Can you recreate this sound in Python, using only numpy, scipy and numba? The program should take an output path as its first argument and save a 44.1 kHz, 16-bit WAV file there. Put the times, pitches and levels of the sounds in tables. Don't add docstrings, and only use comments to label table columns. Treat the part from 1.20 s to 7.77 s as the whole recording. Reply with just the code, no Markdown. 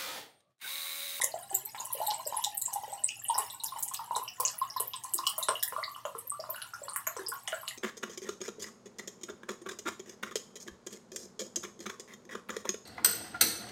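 import sys
import numpy as np
from scipy import signal
from scipy.fft import rfft, irfft
from scipy.io import wavfile
from numba import njit

SR = 44100
rng = np.random.default_rng(int(sys.argv[2]) if len(sys.argv) > 2 else 0)


def magnitude_from_level(level_db):
    exponent = np.asarray(level_db, float) / 20
    return 10 ** exponent


def master_out(mix):
    frames = np.transpose(np.atleast_2d(mix))
    ceiling = np.clip(frames, -1, 1)
    pcm = np.round(ceiling * 32767).astype(np.int16)
    wavfile.write(sys.argv[1], SR, pcm)


N = 289913


# t/s, f/Hz, fizz gain/dB
AIR_COLUMN = [(0, 938, -59), (.9, 854, -55), (1.6, 828, -61.5), (2.1, 926, -53), (2.9, 911, -63),
              (3.4, 1091, -53.5), (3.6, 980, -64), (4.1, 1127, -58.5), (5.1, 1133, -68.5),
              (5.6, 1079, -63.5), (6.57, 1120, -61)]
# t/s, level/dB (peak), decay/cycles
PLUNGES = [(.001, -28.5, 0.81), (.546, -33, 2.8), (0.601, -32, 2), (.813, -25, 6.7), (.878, -25.5, 10.6),
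           (0.916, -26, 3.5), (1.124, -27, 2.7), (1.166, -29.5, 9.2), (1.264, -29, 8.3),
           (1.526, -37.5, 4.5), (1.557, -26, 6.1), (1.634, -31.5, 2.9), (1.726, -31, 4.4),
           (2.096, -21, 8.1), (2.155, -25, 3.1), (2.434, -38.5, 5.4), (2.56, -31, 4.4), (2.793, -33, 7.9),
           (2.909, -23, 3), (2.963, -21, 1.8), (3.199, -24, 3), (3.231, -33, 5.9), (3.414, -24, 7.4),
           (3.562, -28, 4.5), (3.6, -32, 3.2), (3.737, -38, 7), (3.847, -35, 3.5), (3.989, -26, 3),
           (4.032, -33.5, 10.5), (4.069, -26.5, 6.3), (4.18, -30.5, 3.8), (4.286, -16.5, 1.43),
           (4.524, -26, 0.93), (4.563, -22.5, 5.9), (4.678, -31, 9.4), (4.761, -32.5, 4.1),
           (4.852, -24.5, 1.3), (4.95, -30.5, 2.5), (5.117, -30.5, 12.4), (5.239, -31.5, 2.6),
           (5.293, -34, 2.4), (5.682, -29, 2.2), (5.759, -30, 9.9), (5.868, -31, 7.2), (5.966, -27.5, 0.81),
           (6.122, -32, 9.3), (6.432, -34, 2.7)]
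PLUNGE_SCATTER = 0.03


def plunges():
    s, db, cycles = np.transpose(PLUNGES)
    column_s, column_hz, _ = np.transpose(AIR_COLUMN)
    scatter = 1 + PLUNGE_SCATTER * rng.standard_normal(len(s))
    hz = np.interp(s, column_s, column_hz) * scatter
    rings = bubbles(s, db, hz, cycles / hz, rise_share=0.17, glide=0.006)
    return rings + shed(s, db, hz, count=3)


# t/s, level/dB (peak), f/Hz
GLUGS = [(.035, -35.5, 552), (.14, -25, 690), (.312, -32.5, 760), (.326, -44, 362), (0.702, -38.5, 997),
         (0.748, -37.5, 545), (.801, -26.5, 673), (1.063, -32, 585), (1.143, -34, 1002), (1.48, -36.5, 950),
         (1.677, -43, 533), (2.18, -23.5, 1064), (2.181, -27.5, 804), (2.521, -32.5, 1074),
         (2.712, -36, 1057), (2.791, -33, 1183), (2.961, -42, 438), (3.2, -38.5, 493), (2.193, -44.5, 421),
         (3.6, -39, 457), (3.6, -39, 638), (3.946, -43.5, 348), (4.181, -36.5, 634), (4.286, -34, 468),
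         (4.286, -26.5, 619), (4.34, -38.5, 666), (4.526, -42, 500), (4.58, -34.5, 612),
         (4.851, -30.5, 586), (4.95, -41.5, 447), (5.193, -33.5, 613), (5.29, -36.5, 626),
         (5.345, -32.5, 1510), (5.38, -33.5, 1490), (5.421, -35, 1510), (5.535, -31, 1366),
         (5.616, -38.5, 573), (5.871, -36, 647), (5.965, -37.5, 466), (5.989, -38, 373),
         (6.118, -30.5, 1460), (6.329, -24, 1503), (6.281, -37, 730), (6.326, -29.5, 634)]
GLUG_CYCLES = 3.92


def glugs():
    s, db, hz = np.transpose(GLUGS)
    rings = bubbles(s, db, hz, GLUG_CYCLES / hz, rise_share=0.2, glide=0.011)
    return rings + shed(s, db, hz, count=3)


SHED_DB, SHED_LATE_S, SHED_SPREAD, SHED_CYCLES = -9.5, 0.025, 0.14, 4.1


def shed(s, db, hz, count):
    s, db, hz = np.repeat([s, db, hz], count, axis=1)
    late, big, pitch = rng.random((len(s), 3)).T
    s = s - SHED_LATE_S * np.log(1 - late)
    db = db + SHED_DB - 8 * big
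    hz = hz * np.exp(SHED_SPREAD * (2 * pitch - 1))
    return bubbles(s, db, hz, SHED_CYCLES / hz, rise_share=0.29, glide=0.028)


def bubbles(s, db, hz, fall_s, rise_share, glide):
    fall = np.maximum(fall_s * SR, 1)
    share = max(rise_share, .01)
    peak = (share / (3 + share)) ** share * (3 / (3 + share)) ** 3
    start = (s * SR).astype(int).clip(0, N - 1)
    return ring(start, hz, share * fall, fall, glide, magnitude_from_level(db) / peak, N)


@njit
def ring(start, hz, rise, fall, glide, size, n):
    out = np.zeros(n)
    for k in range(len(start)):
        phase, step = 0., 2 * np.pi * hz[k] / SR
        for i in range(min(int(7 * fall[k]), n - start[k])):
            envelope = (1 - np.exp(-i / rise[k])) ** 3 * np.exp(-i / fall[k])
            out[start[k] + i] += size[k] * envelope * np.sin(phase)
            phase += step * (1 + glide * min(i / fall[k], 2))
    return out


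POP_UP_DB, POP_UP_DB_PER_OCTAVE, POP_UP_LEAST_DB = 8.5, 13.5, -8


def beam_db(hz):
    rise = POP_UP_DB_PER_OCTAVE * np.log2(hz / 7500)
    return np.clip(POP_UP_DB + rise, POP_UP_LEAST_DB, POP_UP_DB)


# t/s, level/dB, f/Hz (centre)
SPLASHES = [(0.014, -25, 8300), (0.0369, -17, 8000), (0.0377, -23, 13400), (0.547, -30, 1630),
            (0.65, -33, 10300), (0.727, -24, 14000), (0.9042, -25.5, 4100), (1.2413, -30, 11500),
            (1.24, -18, 5200), (1.416, -28.5, 11900), (1.5328, -24.5, 9100), (2.18, -20, 10300),
            (2.437, -23.5, 9500), (2.586, -33, 9600), (2.626, -24.5, 7900), (2.629, -21.5, 13100),
            (2.68, -30.5, 9200), (2.737, -27.5, 6760), (2.738, -28, 11900), (2.7463, -26, 3280),
            (2.961, -25.5, 7800), (3.2004, -20, 11550), (3.201, -29, 6060), (3.2763, -22, 5560),
            (3.599, -25.5, 10200), (3.7349, -24, 3680), (3.837, -29, 7700), (3.9372, -18, 11300),
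            (3.981, -28.5, 4800), (4.067, -20.5, 5300), (4.094, -25, 12400), (4.1805, -21.5, 12100),
            (4.228, -28, 7560), (4.285, -26, 4650), (4.2855, -20, 1740), (4.4281, -22.5, 12200),
            (4.4276, -24, 7400), (4.478, -24, 13300), (5.418, -28.5, 3640), (5.761, -22, 11200),
            (5.76, -25, 1510), (5.869, -23.5, 1880), (6.0846, -26.5, 10900), (6.2767, -26.5, 7200),
            (6.2784, -22, 1640), (6.3221, -23.5, 2230), (6.4786, -22, 3440), (6.4831, -27, 8360)]
# t/s, level/dB, f/Hz
POPS = [(5.341, -42.5, 4400), (5.684, -40, 4380), (0.013, -26.5, 3600), (0.117, -39.5, 4500),
        (.450, -47, 8170), (.300, -47, 8100), (0.489, -40.5, 5350), (.935, -37, 2200), (1.22, -36.5, 3000),
        (.938, -39, 8000), (1.528, -33, 6000), (1.070, -40, 11880), (1.177, -37.5, 1900), (2.1, -35, 3250),
        (1.883, -33.5, 5050), (1.906, -34, 3100), (1.993, -44, 7150), (5.631, -46, 7900),
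        (1.221, -41.5, 12300), (2.299, -44, 8000), (2.341, -47, 7900), (2.458, -37.5, 4970),
        (2.458, -31.5, 5720), (2.483, -38.5, 3780), (4.476, -39, 1873), (2.4, -37, 4000),
        (1.344, -39, 15000), (2.767, -38.5, 4780), (3.382, -41.5, 11000), (3.3, -41.5, 1760),
        (3.5, -34.5, 5270), (3.6, -38.5, 3150), (4.3984, -36.5, 5100), (4.747, -39.5, 3100),
        (5.356, -43.5, 10800), (4.982, -38.5, 11500), (2.0377, -42.5, 11340), (5.0967, -36, 8640),
        (1.415, -36, 4150), (5.418, -42, 10500), (2.323, -43, 13000), (2.4645, -38, 14000),
        (5.2, -35, 5100), (5.967, -38, 5750), (5.992, -38.5, 1600), (6.0633, -27, 5080), (2.6, -37, 15300),
        (6.411, -47.5, 12180), (6.508, -33.5, 1980), (0.016, -27, 1990), (0.225, -42, 9900),
        (0.344, -24.5, 13500), (0.345, -28.5, 7430), (0.4512, -34.5, 13000), (0.5804, -34, 3900),
        (0.5992, -35.5, 6900), (0.8658, -29.5, 4050), (0.866, -36, 12300), (0.8669, -37.5, 8000),
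        (1.0536, -35, 5200), (1.0676, -38.5, 7770), (1.1662, -32.5, 10300), (1.3722, -34.5, 8500),
        (1.372, -28.5, 12260), (1.415, -37, 7400), (1.4543, -32, 7680), (1.7293, -39.5, 7900),
        (1.8373, -24, 8500), (1.889, -28.5, 2640), (1.884, -34, 6130), (2.0832, -31.5, 8840),
        (2.05, -39, 2900), (2.143, -32, 5240), (2.3, -35.5, 3720), (3.0308, -44, 11950),
        (2.9513, -32, 3880), (4.038, -36, 3000), (3.078, -29.5, 2720), (4.427, -34.5, 1750),
        (3.081, -36.5, 5400), (3.5638, -41, 12700), (3.2491, -29, 2700), (3.5634, -33, 5070),
        (3.575, -35, 4100), (3.567, -37.5, 1810), (3.673, -33, 13600), (3.6, -31, 11100),
        (4.0664, -37.5, 8440), (4.067, -23, 3030), (4.226, -27, 3890), (4.23, -33, 10660),
        (4.2843, -29.5, 8750), (4.354, -29.5, 2960), (4.428, -29, 5370), (4.4258, -25, 3550),
        (4.4278, -25, 13900), (4.6293, -32, 2070), (4.637, -24, 4270), (5.3, -32.5, 13900),
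        (4.853, -37.5, 2940), (4.986, -43, 8970), (5.0706, -38.5, 13060), (3.758, -42, 8100),
        (3.2, -43, 9800), (5.359, -37, 2760), (5.538, -38.5, 5700), (4.0678, -35, 14600),
        (5.691, -43, 9340), (5.8687, -30.5, 13150), (5.8676, -31.5, 6600), (6.275, -27.5, 3240)]
# t/s, level/dB, f/Hz
SIDE_POPS = [(.8168, -36, 13400), (3.2508, -16, 6550), (4.716, -42, 12700), (4.852, -39.5, 6750),
             (5.7345, -29.5, 9600), (5.9663, -40.5, 8140), (6.137, -36, 13600), (6.344, -38.5, 7640)]
SPLASH_SHARP, POP_SHARP = 2.33, 9.5
SPLASH_UP_DB, SPLASH_UP_LOSS_DB_PER_S, SIDE_UP_DB = 8.5, 1.5, -3.5


def treble_events():
    rows = []
    for s, db, hz in SPLASHES:
        up_db = SPLASH_UP_DB - SPLASH_UP_LOSS_DB_PER_S * s + min(beam_db(hz), 0)
        rows.append((s, db, hz, SPLASH_SHARP, up_db))
    rows += [(s, db, hz, POP_SHARP, beam_db(hz)) for s, db, hz in POPS]
    return rows + [(s, db, hz, POP_SHARP, SIDE_UP_DB) for s, db, hz in SIDE_POPS]


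def pops(count):
    s, db, hz, sharp, up_db = np.repeat(treble_events(), count, axis=0).T
    late, pitch, big = rng.random((len(s), 3)).T
    slot = np.arange(len(s)) % count
    place = 2 * (slot + pitch) / count - 1
    hz = np.minimum(hz * np.exp(0.76 * place / sharp), .4 * SR)
    cycles = (0.94 + 0.64 * sharp) * (hz / 6000) ** 0.21
    s = s + 0.0006 * late ** 2
    db = db - 4.0 - 4 * big
    near = favour(bubbles(s, db, hz, cycles / hz, 0.23, 0.))
    up = favour(bubbles(s, db + up_db, hz, cycles / hz, 0.23, 0.))
    return near, up


# f/Hz, width/Hz, gain/dB
FAVOURED = [(1880, 700, -1), (3040, 268, 2), (4205, 1900, -3.5), (5040, 210, -7), (5675, 470, -2.5),
            (7020, 1170, -12), (8330, 2200, 3.5), (11270, 4800, 6), (14800, 1600, 1.5)]


def favour(x):
    return sum(magnitude_from_level(db) * band(x, hz, width) for hz, width, db in FAVOURED)


def band(x, hz, width):
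    return svf(x, np.full(N, 1. * hz), 1. * width)


@njit
def svf(x, hz, width):
    y, b, l = np.empty(len(x)), 0., 0.
    for i in range(len(x)):
        g, k = np.tan(np.pi * hz[i] / SR), width / hz[i]
        v = (b + g * (x[i] - l)) / (1 + g * (g + k))
        b, l, y[i] = 2 * v - b, l + 2 * g * v, k * v
    return y


def gulp_times():
    return np.array([row[0] for table in (PLUNGES, GLUGS) for row in table])


WAKE_SHARE, WAKE_S = 0.76, .045


def fizz(count, scatter_db):
    when, pitch, sharp, big, wake = rng.random((count, 5)).T
    gulps = gulp_times()
    gulp = gulps[(when * len(gulps)).astype(int)]
    trailing = gulp - WAKE_S * np.log(1 - wake / WAKE_SHARE % 1)
    s = np.where(wake < WAKE_SHARE, trailing, when * N / SR)
    hz = 600 * 26 ** pitch ** .85
    db = scatter_db * big ** 3 + 1.7 * np.log2(hz / 3000)
    cycles = 3.48 + 8 * sharp ** 2
    spray = bubbles(s, db, hz, cycles / hz, rise_share=0.49, glide=0.0041)
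    t = np.arange(N) / SR
    column_s, column_hz, gain_db = np.transpose(AIR_COLUMN)
    centre = np.interp(t, column_s, column_hz)
    gain = magnitude_from_level(np.interp(t, column_s, gain_db))
    column = svf(svf(spray, centre, 800.0), centre, 800.0)
    return gain * (column + favour(spray))


CEILING_MS = 6.02


def delayed(x, ms):
    lag = int(ms * SR / 1000)
    return np.concatenate([np.zeros(lag), x[:N - lag]])


# t/ms, level/dB
ECHOES = [(2.1, -10.5), (9.6, -17.5), (15.4, -13), (26.2, -18.5)]
ROOM_T60_S, TREBLE_T60_S, ROOM_DB = 0.23, 0.19, -3


def room(x):
    t = np.arange(int(.4 * SR)) / SR
    noise = rng.standard_normal(len(t))
    dull = signal.sosfilt(signal.butter(2, 6000, fs=SR, output="sos"), noise)
    tail = dull * magnitude_from_level(-60 * t / ROOM_T60_S) + (noise - dull) * magnitude_from_level(-60 * t / TREBLE_T60_S)
    tail *= np.clip(t / 0.0033, 0, 1)
    tail *= magnitude_from_level(ROOM_DB) / np.sqrt(np.sum(tail ** 2))
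    reflections = sum(magnitude_from_level(db) * delayed(x, ms) for ms, db in ECHOES)
    return reflections + signal.fftconvolve(x, tail)[:N]


def at_level(x, db):
    return magnitude_from_level(db) * x / x.std()


def rush():
    fade = magnitude_from_level(-1.5 * np.arange(N) / SR)
    return at_level(favour(rng.standard_normal(N)) * fade, -69)


def hum():
    return at_level(band(rng.standard_normal(N), 119.8, 7.0), -71)


# (relative, per Hz)
HISS = [(40, -23), (110, -8), (400, -19.5), (3000, -25), (16000, -31.5)]


def hiss():
    hz, db = np.transpose(HISS)
    f = np.maximum(np.fft.rfftfreq(N, 1 / SR), 1)
    slope = np.interp(np.log(f), np.log(hz), db)
    return at_level(irfft(rfft(rng.standard_normal(N)) * magnitude_from_level(slope), N), -64)


def scene():
    low = plunges() + glugs()
    spray = fizz(count=7000, scatter_db=11.5)
    near, up = pops(count=4)
    upward = up + magnitude_from_level(-26.0) * spray + magnitude_from_level(-9.5) * low
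    ceiling = delayed(upward, CEILING_MS)
    walls = room(low + spray + magnitude_from_level(-0.5) * near + magnitude_from_level(-3.5) * up)
    mix = low + spray + near + ceiling + walls + rush() + hum() + hiss()
    return mix[None]


# f/Hz, width/Hz, share removed (0-1)
DIPS = [(1519, 126, 0.86)]


def response_dips(x):
    for hz, width, share in DIPS:
        x = x - share * band(x[0], hz, width)
    return x


def roll_off(x):
    return signal.sosfilt(signal.butter(12, 17150, fs=SR, output="sos"), x)


def record(dry):
    bass_cut = signal.butter(3, 60, "highpass", fs=SR, output="sos")
    treble_step = signal.ellip(6, .3, 17, 15850, fs=SR, output="sos")
    mix = signal.sosfilt(np.vstack([bass_cut, treble_step]), response_dips(dry))
    return roll_off(mix)


dry = scene()
out = record(dry)
master_out(out)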